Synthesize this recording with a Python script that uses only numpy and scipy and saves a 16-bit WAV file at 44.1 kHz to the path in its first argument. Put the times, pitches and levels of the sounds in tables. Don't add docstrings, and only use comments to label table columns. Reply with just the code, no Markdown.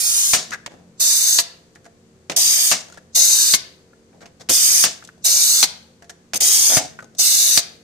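import sys
import numpy as np
from scipy import signal
from scipy.fft import rfft, irfft, next_fast_len
from scipy.io import wavfile
from scipy.ndimage import uniform_filter1d

SR = 44100
rng = np.random.default_rng(int(sys.argv[2]) if len(sys.argv) > 2 else 0)


def volts_from_db(level):
    exponent = np.asarray(level, float) / 20
    return 10 ** exponent


def wav_out(sig):
    wavfile.write(sys.argv[1], SR, np.round(np.clip(np.atleast_2d(sig).T, -1, 1) * 32767).astype(np.int16))


N = 345303
TIME = np.arange(N) / SR


def colour(x, points):
    hz, db = np.transpose(points)
    size = next_fast_len(len(x))
    bins_hz = np.arange(size // 2 + 1) * SR / size
    gain_db = np.interp(np.log(bins_hz + 1), np.log(hz), db)
    y = irfft(rfft(x, size) * volts_from_db(gain_db), size)[:len(x)]
    return y / y.std()


def colour_ports(noises, spectra):
    return np.array([colour(noise, points) for noise, points in zip(noises, spectra)])


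def pair(count, likeness, lag_s=0.):
    shared, left, right = rng.standard_normal((3, count))
    likeness = np.clip(likeness, 0, 1)
    common = np.array([shared, np.roll(shared, int(lag_s * SR))])
    return np.sqrt(likeness) * common + np.sqrt(1 - likeness) * np.array([left, right])


def walk(count, rate):
    k = int(SR / rate)
    w = uniform_filter1d(np.repeat(rng.standard_normal(count // k + 2), k), k)[:count]
    return w / w.std()


def fade(t, t60):
    return np.exp(-np.log(1000) * np.maximum(t, 0) / max(t60, .003))


def echoes(lag_s, echo_db, t60):
    t = TIME[:4096]
    paths = volts_from_db(echo_db) * rng.standard_normal((2, len(t))) * fade(t, t60)
    paths[0, 40] += 1
    paths[1, 40 + int(lag_s * SR)] += 1
    response = rfft(paths)
    return irfft(response / np.sqrt(uniform_filter1d(abs(response) ** 2, size=45)))


def travel(air, ram, lag_s, stages):
    out = 0
    for k in range(stages):
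        share = np.cos(np.pi / 2 * np.clip(ram * (stages - 1) - k, -1, 1))
        out = out + share * signal.fftconvolve(air, echoes(lag_s, -8.5, 0.029), axes=1)[:, :len(ram)]
    return out


# frequency in Hz, level in dB per Hz.
JET_FAR = [
    [(340, -42), (2070, -18), (5510, -8), (6200, 1), (10160, -13), (11890, -9.5), (12580, -37),
     (13610, -23.5), (14470, -35), (15160, -14.5)],
    [(340, -27.5), (3270, -17.5), (3620, -12), (7410, -0.5), (8100, -4.5), (9820, 2), (11540, -9.5),
     (12750, -4.5), (14470, -16.5), (15160, -8)],
]
JET_CUT = [
    [(340, -32.5), (2070, -23.5), (3620, -8), (4100, -13), (4480, -10.5), (5170, -8.5), (6370, 4.5),
     (7750, -12), (8440, -9), (10510, -13.5), (11370, -23.5), (12060, -13), (14300, -15), (14990, -38.5),
     (15160, -20)],
    [(340, -19.5), (1380, -24), (2240, -10.5), (2760, -15), (3700, -9.5), (4100, -17), (4820, 3),
     (5680, -5.5), (7240, -3), (8440, -1), (8960, 3), (10160, -7), (11370, -2), (12750, -9), (15160, -8.5)],
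]
JET_BACK = [
    [(340, -35.5), (1030, -34.5), (1720, -30.5), (2240, -28.5), (3050, -18.5), (3200, -31), (3370, -32),
     (3500, -9), (4200, -4.5), (5170, -9.5), (6200, 5), (8100, -19), (9300, -7), (12230, -21),
     (13780, -16.5), (14990, -24.5), (15160, -13.5)],
    [(340, -26.5), (1210, -29), (2070, -21.5), (3050, -18.5), (3200, -31.5), (3370, -32), (3500, -8),
     (5000, -0.5), (5860, -7), (7240, 2.5), (8960, 0.5), (9300, -3.5), (10340, -5), (11890, -3),
     (13950, -8.5), (15160, -11.5)],
]
# valve opens in seconds, shuts in seconds, air level in dB,
# swell over the stroke in dB, left minus right in dB.
STROKES = [
    (-.05, 0.356, -19.5, 0.5, -3),
    (0.9955, 1.404, -18.5, -0.5, -1.2),
    (2.3616, 2.726, -17.5, -2, -0.5),
    (3.147, 3.551, -16.5, -1, 1),
    (4.492, 4.851, -16.5, -0.5, -1.5),
    (5.2403, 5.642, -17, -1, 0.2),
    (6.403, 6.78, -16.5, -1.5, -0.4),
    (7.183, 7.591, -17, -1.5, 0.2),
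]


def jet():
    far = JET_FAR, (.006, .002, -24, .1), (0, -1, -1, 5.5), -.0002
    cut = JET_CUT, (.0035, .002, -24, .085), (0.28, 0.062, -0.36, 0.14), -.0006
    back = JET_BACK, (.0125, .022, -27, .08), (6.44, 0.82, .1, 1.5), -.0002
    leak_db, leak_rise_s, bleed_t60_s = -30, .02, .42
    high_pass = signal.butter(2, 350, "high", fs=SR, output="sos")
    roar_pass = signal.butter(3, 2800, fs=SR, output="sos")
    body_pass = signal.butter(3, 8300, fs=SR, output="sos")
    out = np.zeros((2, N + SR))
    for (opens, shuts, jet_db, swell_db, pan_db), kind in zip(STROKES, [far, back] + [cut, back] * 3):
        spectra, (rise, leak, bleed_db, t60), (roar_db, top_db, tilt_db, drift_db), lag_s = kind
        start = max(int((opens - .05) * SR), 0)
        t = start / SR + TIME[:32768]
        ram = np.clip((t - opens) / (shuts - opens), 0, 1)
        gate = np.clip((t - opens) / rise, 0, 1)
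        seep = volts_from_db(leak_db) * np.clip((t - opens + leak) / leak_rise_s, 0, 1) * (1 - gate)

        air = colour_ports(travel(pair(len(t), 0.85), ram, lag_s, stages=3), spectra)
        air = signal.sosfilt(high_pass, air)
        roar = signal.sosfiltfilt(roar_pass, air)
        body = signal.sosfiltfilt(body_pass, air)
        middle, top = body - roar, air - body
        air = volts_from_db(roar_db + tilt_db * (ram + 0.5)) * roar
        air = air + middle * volts_from_db(0.6 * walk(len(t), 45))
        air = air + top * volts_from_db(top_db + 1.0 * walk(len(t), 37))

        after = t - shuts
        bleed = volts_from_db(bleed_db) * fade(after, bleed_t60_s) * body
        air = body * fade(after, t60) + (air - body) * fade(after, .7 * t60) + bleed
        side_db = pan_db + drift_db * (ram - .5)
        level_db = jet_db + swell_db * (ram - .5) + 4 + np.array([side_db, -side_db]) / 2
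        out[:, start:start + len(t)] += (air * gate + middle * seep) * volts_from_db(level_db)
    return out[:, :N]


# opens in seconds, shuts in seconds, air level in dB.
SPUTTER = [(2.318, 2.32, -37), (4.489, 4.488, -27), (6.3415, 6.345, -22.5), (6.3455, 6.347, -18.5),
           (6.349, 6.356, -30), (6.357, 6.363, -19.5), (6.3635, 6.377, -22.5)]


def sputter():
    out, t = np.zeros((2, N + SR)), TIME[:4096]
    for opens, shuts, db in SPUTTER:
        air = colour_ports(pair(len(t), .6, -0.00048), JET_CUT)
        envelope = np.clip(t / .0008, 0, 1) * fade(t - (shuts - opens), 0.012)
        out[:, int(opens * SR):][:, :4096] += volts_from_db(db + 3) * air * envelope
    return out[:, :N]


def ring(strikes, modes, shorten, spread=0.99):
    t = TIME[:SR // 3]
    body = 0
    for hz, db, t60 in modes:
        for off in (-.012, 0, .017):
            cycles = hz * (1 + spread * off) * t + 0.5 * rng.random((2, 1))
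            body = body + volts_from_db(db - 2) * np.sin(2 * np.pi * cycles) * fade(t, t60 * shorten)
    return signal.oaconvolve(strikes, body, axes=1)[:, :N]


# frequency in Hz, level in dB per Hz.
THUD = [(60, -25.5), (150, 0.5), (250, 1), (400, -0.5), (700, 2.5), (1000, -8), (2000, -42.5)]


def blows(events, rise, clack, crack, thud=THUD, snap=0.59, alike_low=0.44, clack_off_db=0, body=1.):
    out = np.zeros((2, N + SR))
    for s, clack_db, thud_db, crack_db, t60, pan_db in events:
        t = TIME[:4096 if t60 < .07 else 12288]
        shape = np.clip(t / rise, 0, 1) * volts_from_db(1.5 * walk(len(t), 300))
        parts = ((thud_db, thud, alike_low, 1.4 * body),
                 (clack_db + clack_off_db, clack, .35, 1.01 * body),
                 (crack_db, crack, .4, .9))
        sound = 0
        for db, points, likeness, slow in parts:
            decay = fade(t, t60 * slow) + snap * fade(t, 0.12 * t60 * slow)
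            part = colour_ports(pair(len(t), likeness), [points, points]) * shape * decay
            early = part[:, :int(t60 * SR / 8) + 40]
            sound = sound + volts_from_db(db - 2.5) * part / np.sqrt(np.mean(early ** 2))
        start = int((s - min(rise, .002) / 2) * SR)
        out[:, start:start + len(t)] += sound * volts_from_db(np.array([[pan_db], [-pan_db]]) / 2)
    return out[:, :N]


def forced(events, clack_db, thud_db, crack_db, t60, pan_db):
    return [(s, db + clack_db, db + thud_db, db + crack_db, t60, pan_db) for s, db in events]


def alike(events, *shared):
    return [(*row, *shared) for row in events]


# start in seconds, force in dB.
CUT_STOP = [(.3345, -17.5), (2.7141, -18.5), (4.8393, -18.5), (6.7688, -20.5)]
# frequency in Hz, level in dB per Hz.
CLACK = [(500, -23), (1000, -1), (1500, -1.5), (2200, 0.5), (3000, 1), (5000, -54)]
CRACK = [(2000, -26.5), (3200, -4.5), (4500, 2.5), (6500, 4), (9000, -5), (12000, -23), (16000, -20.5)]
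# frequency in Hz, level in dB, t60 in seconds.
GRID = [(242, -8, .3), (635, -2, .4), (721, -3, .35), (1200, -6, .15), (1683, -6, .15), (1812, -1, .18),
        (2169, -5, .4), (2654, -5, .16), (2934, -3, .2), (3456, -6, .2), (3790, -6, .2)]


def cutting_stop():
    events = forced(CUT_STOP, clack_db=0.4, thud_db=-10.5, crack_db=4.5, t60=0.2641, pan_db=2)
    cut = blows(events, .0015, CLACK, CRACK, snap=.6, clack_off_db=-1.5, body=0.62)
    return cut + volts_from_db(-50.5) * ring(cut, GRID, 0.49, spread=0.59)


# start in seconds, force in dB.
BACK_STOP = [(1.3868, -17.5), (3.5375, -16.5), (5.6284, -15.5), (7.5743, -16.5)]
# frequency in Hz, level in dB per Hz.
CLANG = [(2000, -21.5), (3200, -9), (4300, 1), (5200, -4), (6500, -8), (9000, -12.5), (12000, -21),
         (16000, -28)]
# frequency in Hz, level in dB, t60 in seconds.
FRAME = [(678, -10, .4), (2153, -1, .33), (3036, -7, .22), (4070, -3, .2), (4240, -2, .2), (4463, 0, .19),
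         (4689, -5, .22), (4823, -5, .22), (5308, -8, .25), (5755, -8, .2)]


def return_stop():
    events = forced(BACK_STOP, clack_db=-2, thud_db=-11.5, crack_db=8, t60=0.0812, pan_db=1.9)
    back = blows(events, 0.0029, CLACK, CLANG, snap=0.9, alike_low=0.29, clack_off_db=0.1, body=0.93)
    return back, volts_from_db(-46.5) * ring(back, FRAME, .36, spread=.35)


# start in seconds, clack peak in dB, thud in dB, crack in dB, t60 in seconds.
GUARD = [(.6622, -27, -37.5, -27.5, 0.038), (.6774, -41, -35, -55, 0.038), (2.2974, -25.5, -26, -25, 0.13),
         (2.3184, -31.5, -34, -31, 0.064), (4.2573, -44.5, -44, -44, 0.086),
         (4.4887, -29, -31.5, -26, 0.061), (4.4946, -23.5, -24.5, -19.5, 0.1),
         (6.3345, -23.5, -30, -21.5, 0.065), (6.3455, -30, -29, -28, 0.056),
         (6.3573, -38.5, -34.5, -31, 0.088)]
# frequency in Hz, level in dB per Hz.
TICK = [(2000, -29.5), (3500, -4.5), (5000, -4), (6500, -4), (8500, -12.5), (11000, -24), (16000, -29)]


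def guard():
    return blows(alike(GUARD, -0.5), 0.001, CLACK, TICK)


# start in seconds, force in dB.
SPOOL = [(1.003, -43.5), (2.367, -31.5), (3.157, -34.5), (5.25, -38.5), (6.408, -33.5), (7.19, -37.5)]
# frequency in Hz, level in dB per Hz.
KNOCK = [(200, -20), (500, -9.5), (680, -3.5), (850, -12.5), (1500, -30.5)]


def spool():
    events = forced(SPOOL, clack_db=-11, thud_db=0.2, crack_db=-13.5, t60=0.19, pan_db=0.9)
    return blows(events, 0.0071, CLACK, TICK, KNOCK)


# start in seconds, peak in dB, pitch in Hz, left minus right in dB,
# radians by which left leads.
BENCH = [(0.333, -34, 90, -0.5, 1.5), (1.386, -37.5, 203.2, -4, -0.5), (2.716, -43, 131.3, -0.5, -.2),
         (3.54, -24.5, 200, -6, 1), (4.498, -25.5, 148.7, 0, -4.5), (4.844, -41, 149.5, 5.5, 0),
         (5.630, -35, 150, -5, 0.5), (6.404, -37, 70, 1.5, .1), (6.77, -15.5, 135, 12.5, 1.5),
         (7.577, -28, 100.4, -9.5, 0.9)]


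def bench():
    out, t = np.zeros((2, N + SR)), TIME[:SR // 4]
    side = np.array([[.5], [-.5]])
    for s, db, hz, pan_db, lead in BENCH:
        swing = np.sin(2 * np.pi * hz * t * (1 - 0.69 * t) + lead * side)
        swing = swing * np.clip(t / 0.0017, 0, 1) * fade(t, 0.05)
        out[:, int(s * SR):][:, :len(t)] += volts_from_db(db + pan_db * side) * swing
    return out[:, :N]


# start in seconds, clack peak in dB, thud in dB, crack in dB.
TRAY = [(1.7520, -63, -62, -49.5), (1.7579, -46.5, -55, -54.5), (1.8440, -59.5, -58, -54),
        (1.8530, -49, -54.5, -52), (1.8620, -50.5, -46.5, -51), (3.932, -58, -55.5, -73),
        (4.13, -61, -59.5, -78.5), (4.2282, -47.5, -44, -65), (6.0227, -47.5, -47.5, -49.5),
        (6.0437, -55, -65, -52.5), (6.095, -40.5, -44.5, -35)]
# frequency in Hz, level in dB per Hz.
PLOP = [(600, -35), (1100, -7.5), (1500, -4), (1900, -4.5), (2800, -16), (5000, -45.5)]
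GRIT = [(2000, -23), (3500, -10), (5000, -9.5), (6500, -6.5), (8500, -13.5), (11000, -22.5), (14000, -28),
        (16000, -43.5)]
# frequency in Hz, level in dB, t60 in seconds.
PAN = [(515, -4, .15), (685, 0, .3), (830, -6, .12), (1380, -5, .14), (1720, -1, .16), (1810, -4, .14),
       (2900, -9, .14), (5850, -9, .2)]


def tray():
    bumps = blows(alike(TRAY, .075, 0.5), 0.0013, PLOP, GRIT)
    return bumps + volts_from_db(-46) * ring(bumps, PAN, .6, spread=0.57)


# start in seconds, clack peak in dB, thud in dB, crack in dB.
STRIPS = [(.3610, -30, -36.5, -21.5), (.5074, -36, -38.5, -31.5), (.5352, -23.5, -42.5, -31.5),
          (.5454, -28.5, -45.5, -36.5), (.7203, -44.5, -47, -55.5), (.7392, -47.5, -40.5, -57.5),
          (2.8844, -49.5, -44, -47), (2.8993, -47, -49.5, -47), (2.9238, -47.5, -51.5, -45),
          (2.9444, -52, -48.5, -51.5), (2.9741, -40, -39, -45.5), (2.9804, -38.5, -52.5, -49.5),
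          (5.0245, -34, -60.5, -55.5), (5.0404, -55, -48.5, -43.5), (5.0484, -48, -60.5, -39),
          (5.0744, -51, -53.5, -42.5), (5.0893, -37.5, -56.5, -55.5), (5.1781, -66.5, -52, -58.5),
          (6.7002, -21.5, -29, -20.5), (6.990, -26.5, -48, -50), (6.997, -50, -53, -56),
          (7.005, -38, -50, -51), (7.0249, -39, -41, -47), (7.0434, -47, -44, -48),
          (7.1496, -57.5, -51, -46)]


def strips():
    return blows(alike(STRIPS, .048, 2.5), 0.001, PLOP, GRIT, clack_off_db=-8.5)


# start in seconds, peak in dB, pitch in Hz, t60 in seconds.
TAPS = [(.5068, -28.5, 6400, 0.013), (0.521, -27, 1670, 0.036), (.5236, -30.5, 1480, .04),
        (0.528, -30, 1800, .03), (0.5348, -21, 1670, .03), (.5400, -27, 2000, .03),
        (0.5443, -20.5, 1620, .02), (.5530, -30.5, 1620, .03), (2.8838, -36, 6000, .006),
        (2.8993, -42, 1360, .02), (2.9240, -36, 6800, 0.013), (2.9245, -38.5, 1430, .04),
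        (2.973, -35.5, 1390, .03), (2.9785, -33, 1700, 0.03), (3.932, -49, 1403, 0.045),
        (5.0247, -33.5, 1485, 0.022), (5.027, -34, 1510, 0.015), (5.0493, -33, 7700, .008),
        (5.0895, -29.5, 1500, 0.014), (5.0970, -42.5, 1490, 0.0207), (6.9893, -23.5, 1480, 0.017),
        (6.9952, -28.5, 1400, 0.019), (7.0040, -36, 1490, .06), (7.0080, -44, 1380, .05),
        (7.0247, -37, 1250, 0.036), (7.0440, -41, 6500, 0.01)]


def taps():
    lag_s = 0.00013
    out, t = np.zeros((2, N + SR)), TIME[:4096] - np.array([[lag_s], [0]])
    for s, db, hz, t60 in TAPS:
        swell = np.clip(t * hz / 0.72, 0, 1)
        tone = np.sin(2 * np.pi * hz * t) * swell * fade(t, t60)
        out[:, int(s * SR):][:, :4096] += volts_from_db(db) * tone / abs(tone).max()
    return out[:, :N] * volts_from_db(np.array([[1.5], [-1.5]]))


# start in seconds,
# clack peak in dB, thud in dB, crack in dB, t60 in seconds.
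PATTER = [(.37, -39.5, -42, -28, 0.38), (.5165, -26.5, -47, -34.5, 0.1), (.53, -34.5, -52, -41.5, 0.084),
          (.542, -36, -47, -44, 0.035), (.70, -56.5, -49.5, -60, .29), (.78, -68, -53, -67.5, 0.35),
          (2.93, -54, -59, -50.5, 0.28), (4.13, -68.5, -52, -70, 0.39), (4.206, -47.5, -47.5, -50, 0.11),
          (4.396, -51.5, -48, -48.5, 0.17), (4.406, -49, -47.5, -43.5, 0.065),
          (6.715, -28.5, -35, -40.5, 0.26)]


def patter():
    return blows(alike(PATTER, 2.5), 0.013, PLOP, TICK, snap=0., clack_off_db=-1)


# start in seconds, peak in dB.
TUB_HITS = [(6.698, -36), (6.72, -26), (6.735, -28.5), (6.761, -29), (6.772, -25), (6.791, -34.5),
            (6.803, -25), (6.815, -30.5), (6.83, -33), (6.848, -32.5)]
# frequency in Hz, level in dB, t60 in seconds.
TUB = [(291, -10, .2), (549, -8, .3), (635, -1, .32), (721, -2, .28), (834, -6, .15)]


def tub():
    strikes = np.zeros((2, N))
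    for s, db in TUB_HITS:
        strikes[:, int(s * SR)] = volts_from_db(db - 0.4)
    pushes = signal.fftconvolve(strikes, np.hanning(50)[None] / 25, axes=1)
    return ring(pushes, TUB, .62, spread=.5)


# frequency in Hz, t60 in seconds.
REVERB = [(150, 0.75), (500, 0.69), (1200, 0.5), (2500, 0.45), (4500, 0.33), (7000, 0.24), (10000, 0.16),
          (14000, 0.12)]


def reverb(x, wet_db):
    t, tail = TIME[:SR], 0
    for hz, t60 in REVERB:
        band = [(hz / 2.5, -20), (hz / 1.4, 0), (hz * 1.4, 0), (hz * 2.5, -20)]
        noise = colour_ports(pair(SR, 0.026), [band, band])
        tail = tail + noise * np.sqrt(hz / 4000) * fade(t, t60)
    tail = tail * np.clip((t - .004) / 0.045, 0, 1) * volts_from_db(wet_db)
    return signal.fftconvolve(x, tail, axes=1)[:, :N]


# frequency in Hz, level in dB per Hz.
ROOM_TONE = [
    [(40, -13.5), (130, -1.5), (220, -4), (300, -6), (340, -9), (520, -7.5), (650, -12.5), (1030, -18), (3140, -24.5), (5380, -23.5), (6330, -20.5), (8310, -32), (10810, -44), (15290, -48.5)],
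    [(40, -15.5), (170, 1), (220, -5.5), (300, -2.5), (340, -4), (520, -8), (780, -13.5), (1940, -22), (2670, -27), (3620, -29), (4740, -23), (5600, -38), (7490, -21.5), (15290, -42.5)],
]
# frequency in Hz, level in dB.
HUM = [(86.1, -60), (177.6, -56), (226.1, -57), (376.8, -61), (457.6, -60.5), (511.4, -62.5)]


def room_tone():
    low, high = pair(N, .9, -.0002), pair(N, 0.)
    split = signal.butter(2, 800, fs=SR, output="sos")
    noise = signal.sosfiltfilt(split, low - high) * volts_from_db(0.98 * walk(N, 2.9)) + high
    tone = colour_ports(noise, ROOM_TONE) * volts_from_db([[-54], [-55]])
    hum = 0
    for hz, db in HUM:
        swell = volts_from_db(3 * walk(N, 5) - 3)
        wobble_hz = 4.5 * walk(N, 9)
        hum = hum + volts_from_db(db) * swell * np.sin(2 * np.pi * np.cumsum(hz + wobble_hz) / SR)
    return tone + hum


# frequency in Hz, level in dB per Hz.
DRAUGHT = [(25, -11), (60, -3.5), (150, 0.6), (300, -3), (600, -13.5), (1200, -41.5)]


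def draught(air):
    flow = uniform_filter1d(abs(air).mean(axis=0), SR // 40)
    flow = np.clip(flow / np.median(flow[flow > flow.max() / 3]), 0, 1)
    rumble = colour_ports(pair(N, 0.2), [DRAUGHT, DRAUGHT])
    duck_db = -4.5
    return volts_from_db(duck_db * flow) * room_tone() + volts_from_db(-51.5) * flow * rumble


def scene():
    air = jet() + sputter()
    back, clang = return_stop()
    knocks = cutting_stop() + clang + guard() + spool() + bench() + tray()
    food = strips() + taps() + patter() + tub()
    to_walls = knocks + volts_from_db(2) * back + volts_from_db(-6.5) * air + volts_from_db(-2.5) * food
    return air + back + knocks + food + reverb(to_walls, -51.5) + draught(air)


def band_limit(x):
    return signal.sosfilt(signal.butter(12, 15910, fs=SR, output="sos"), x)


def record(dry):
    dry = signal.sosfilt(signal.ellip(10, .5, 70, 15520, fs=SR, output="sos"), dry)
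    return band_limit(np.clip(dry, -1, 1))


dry = scene()
out = record(dry)
wav_out(out)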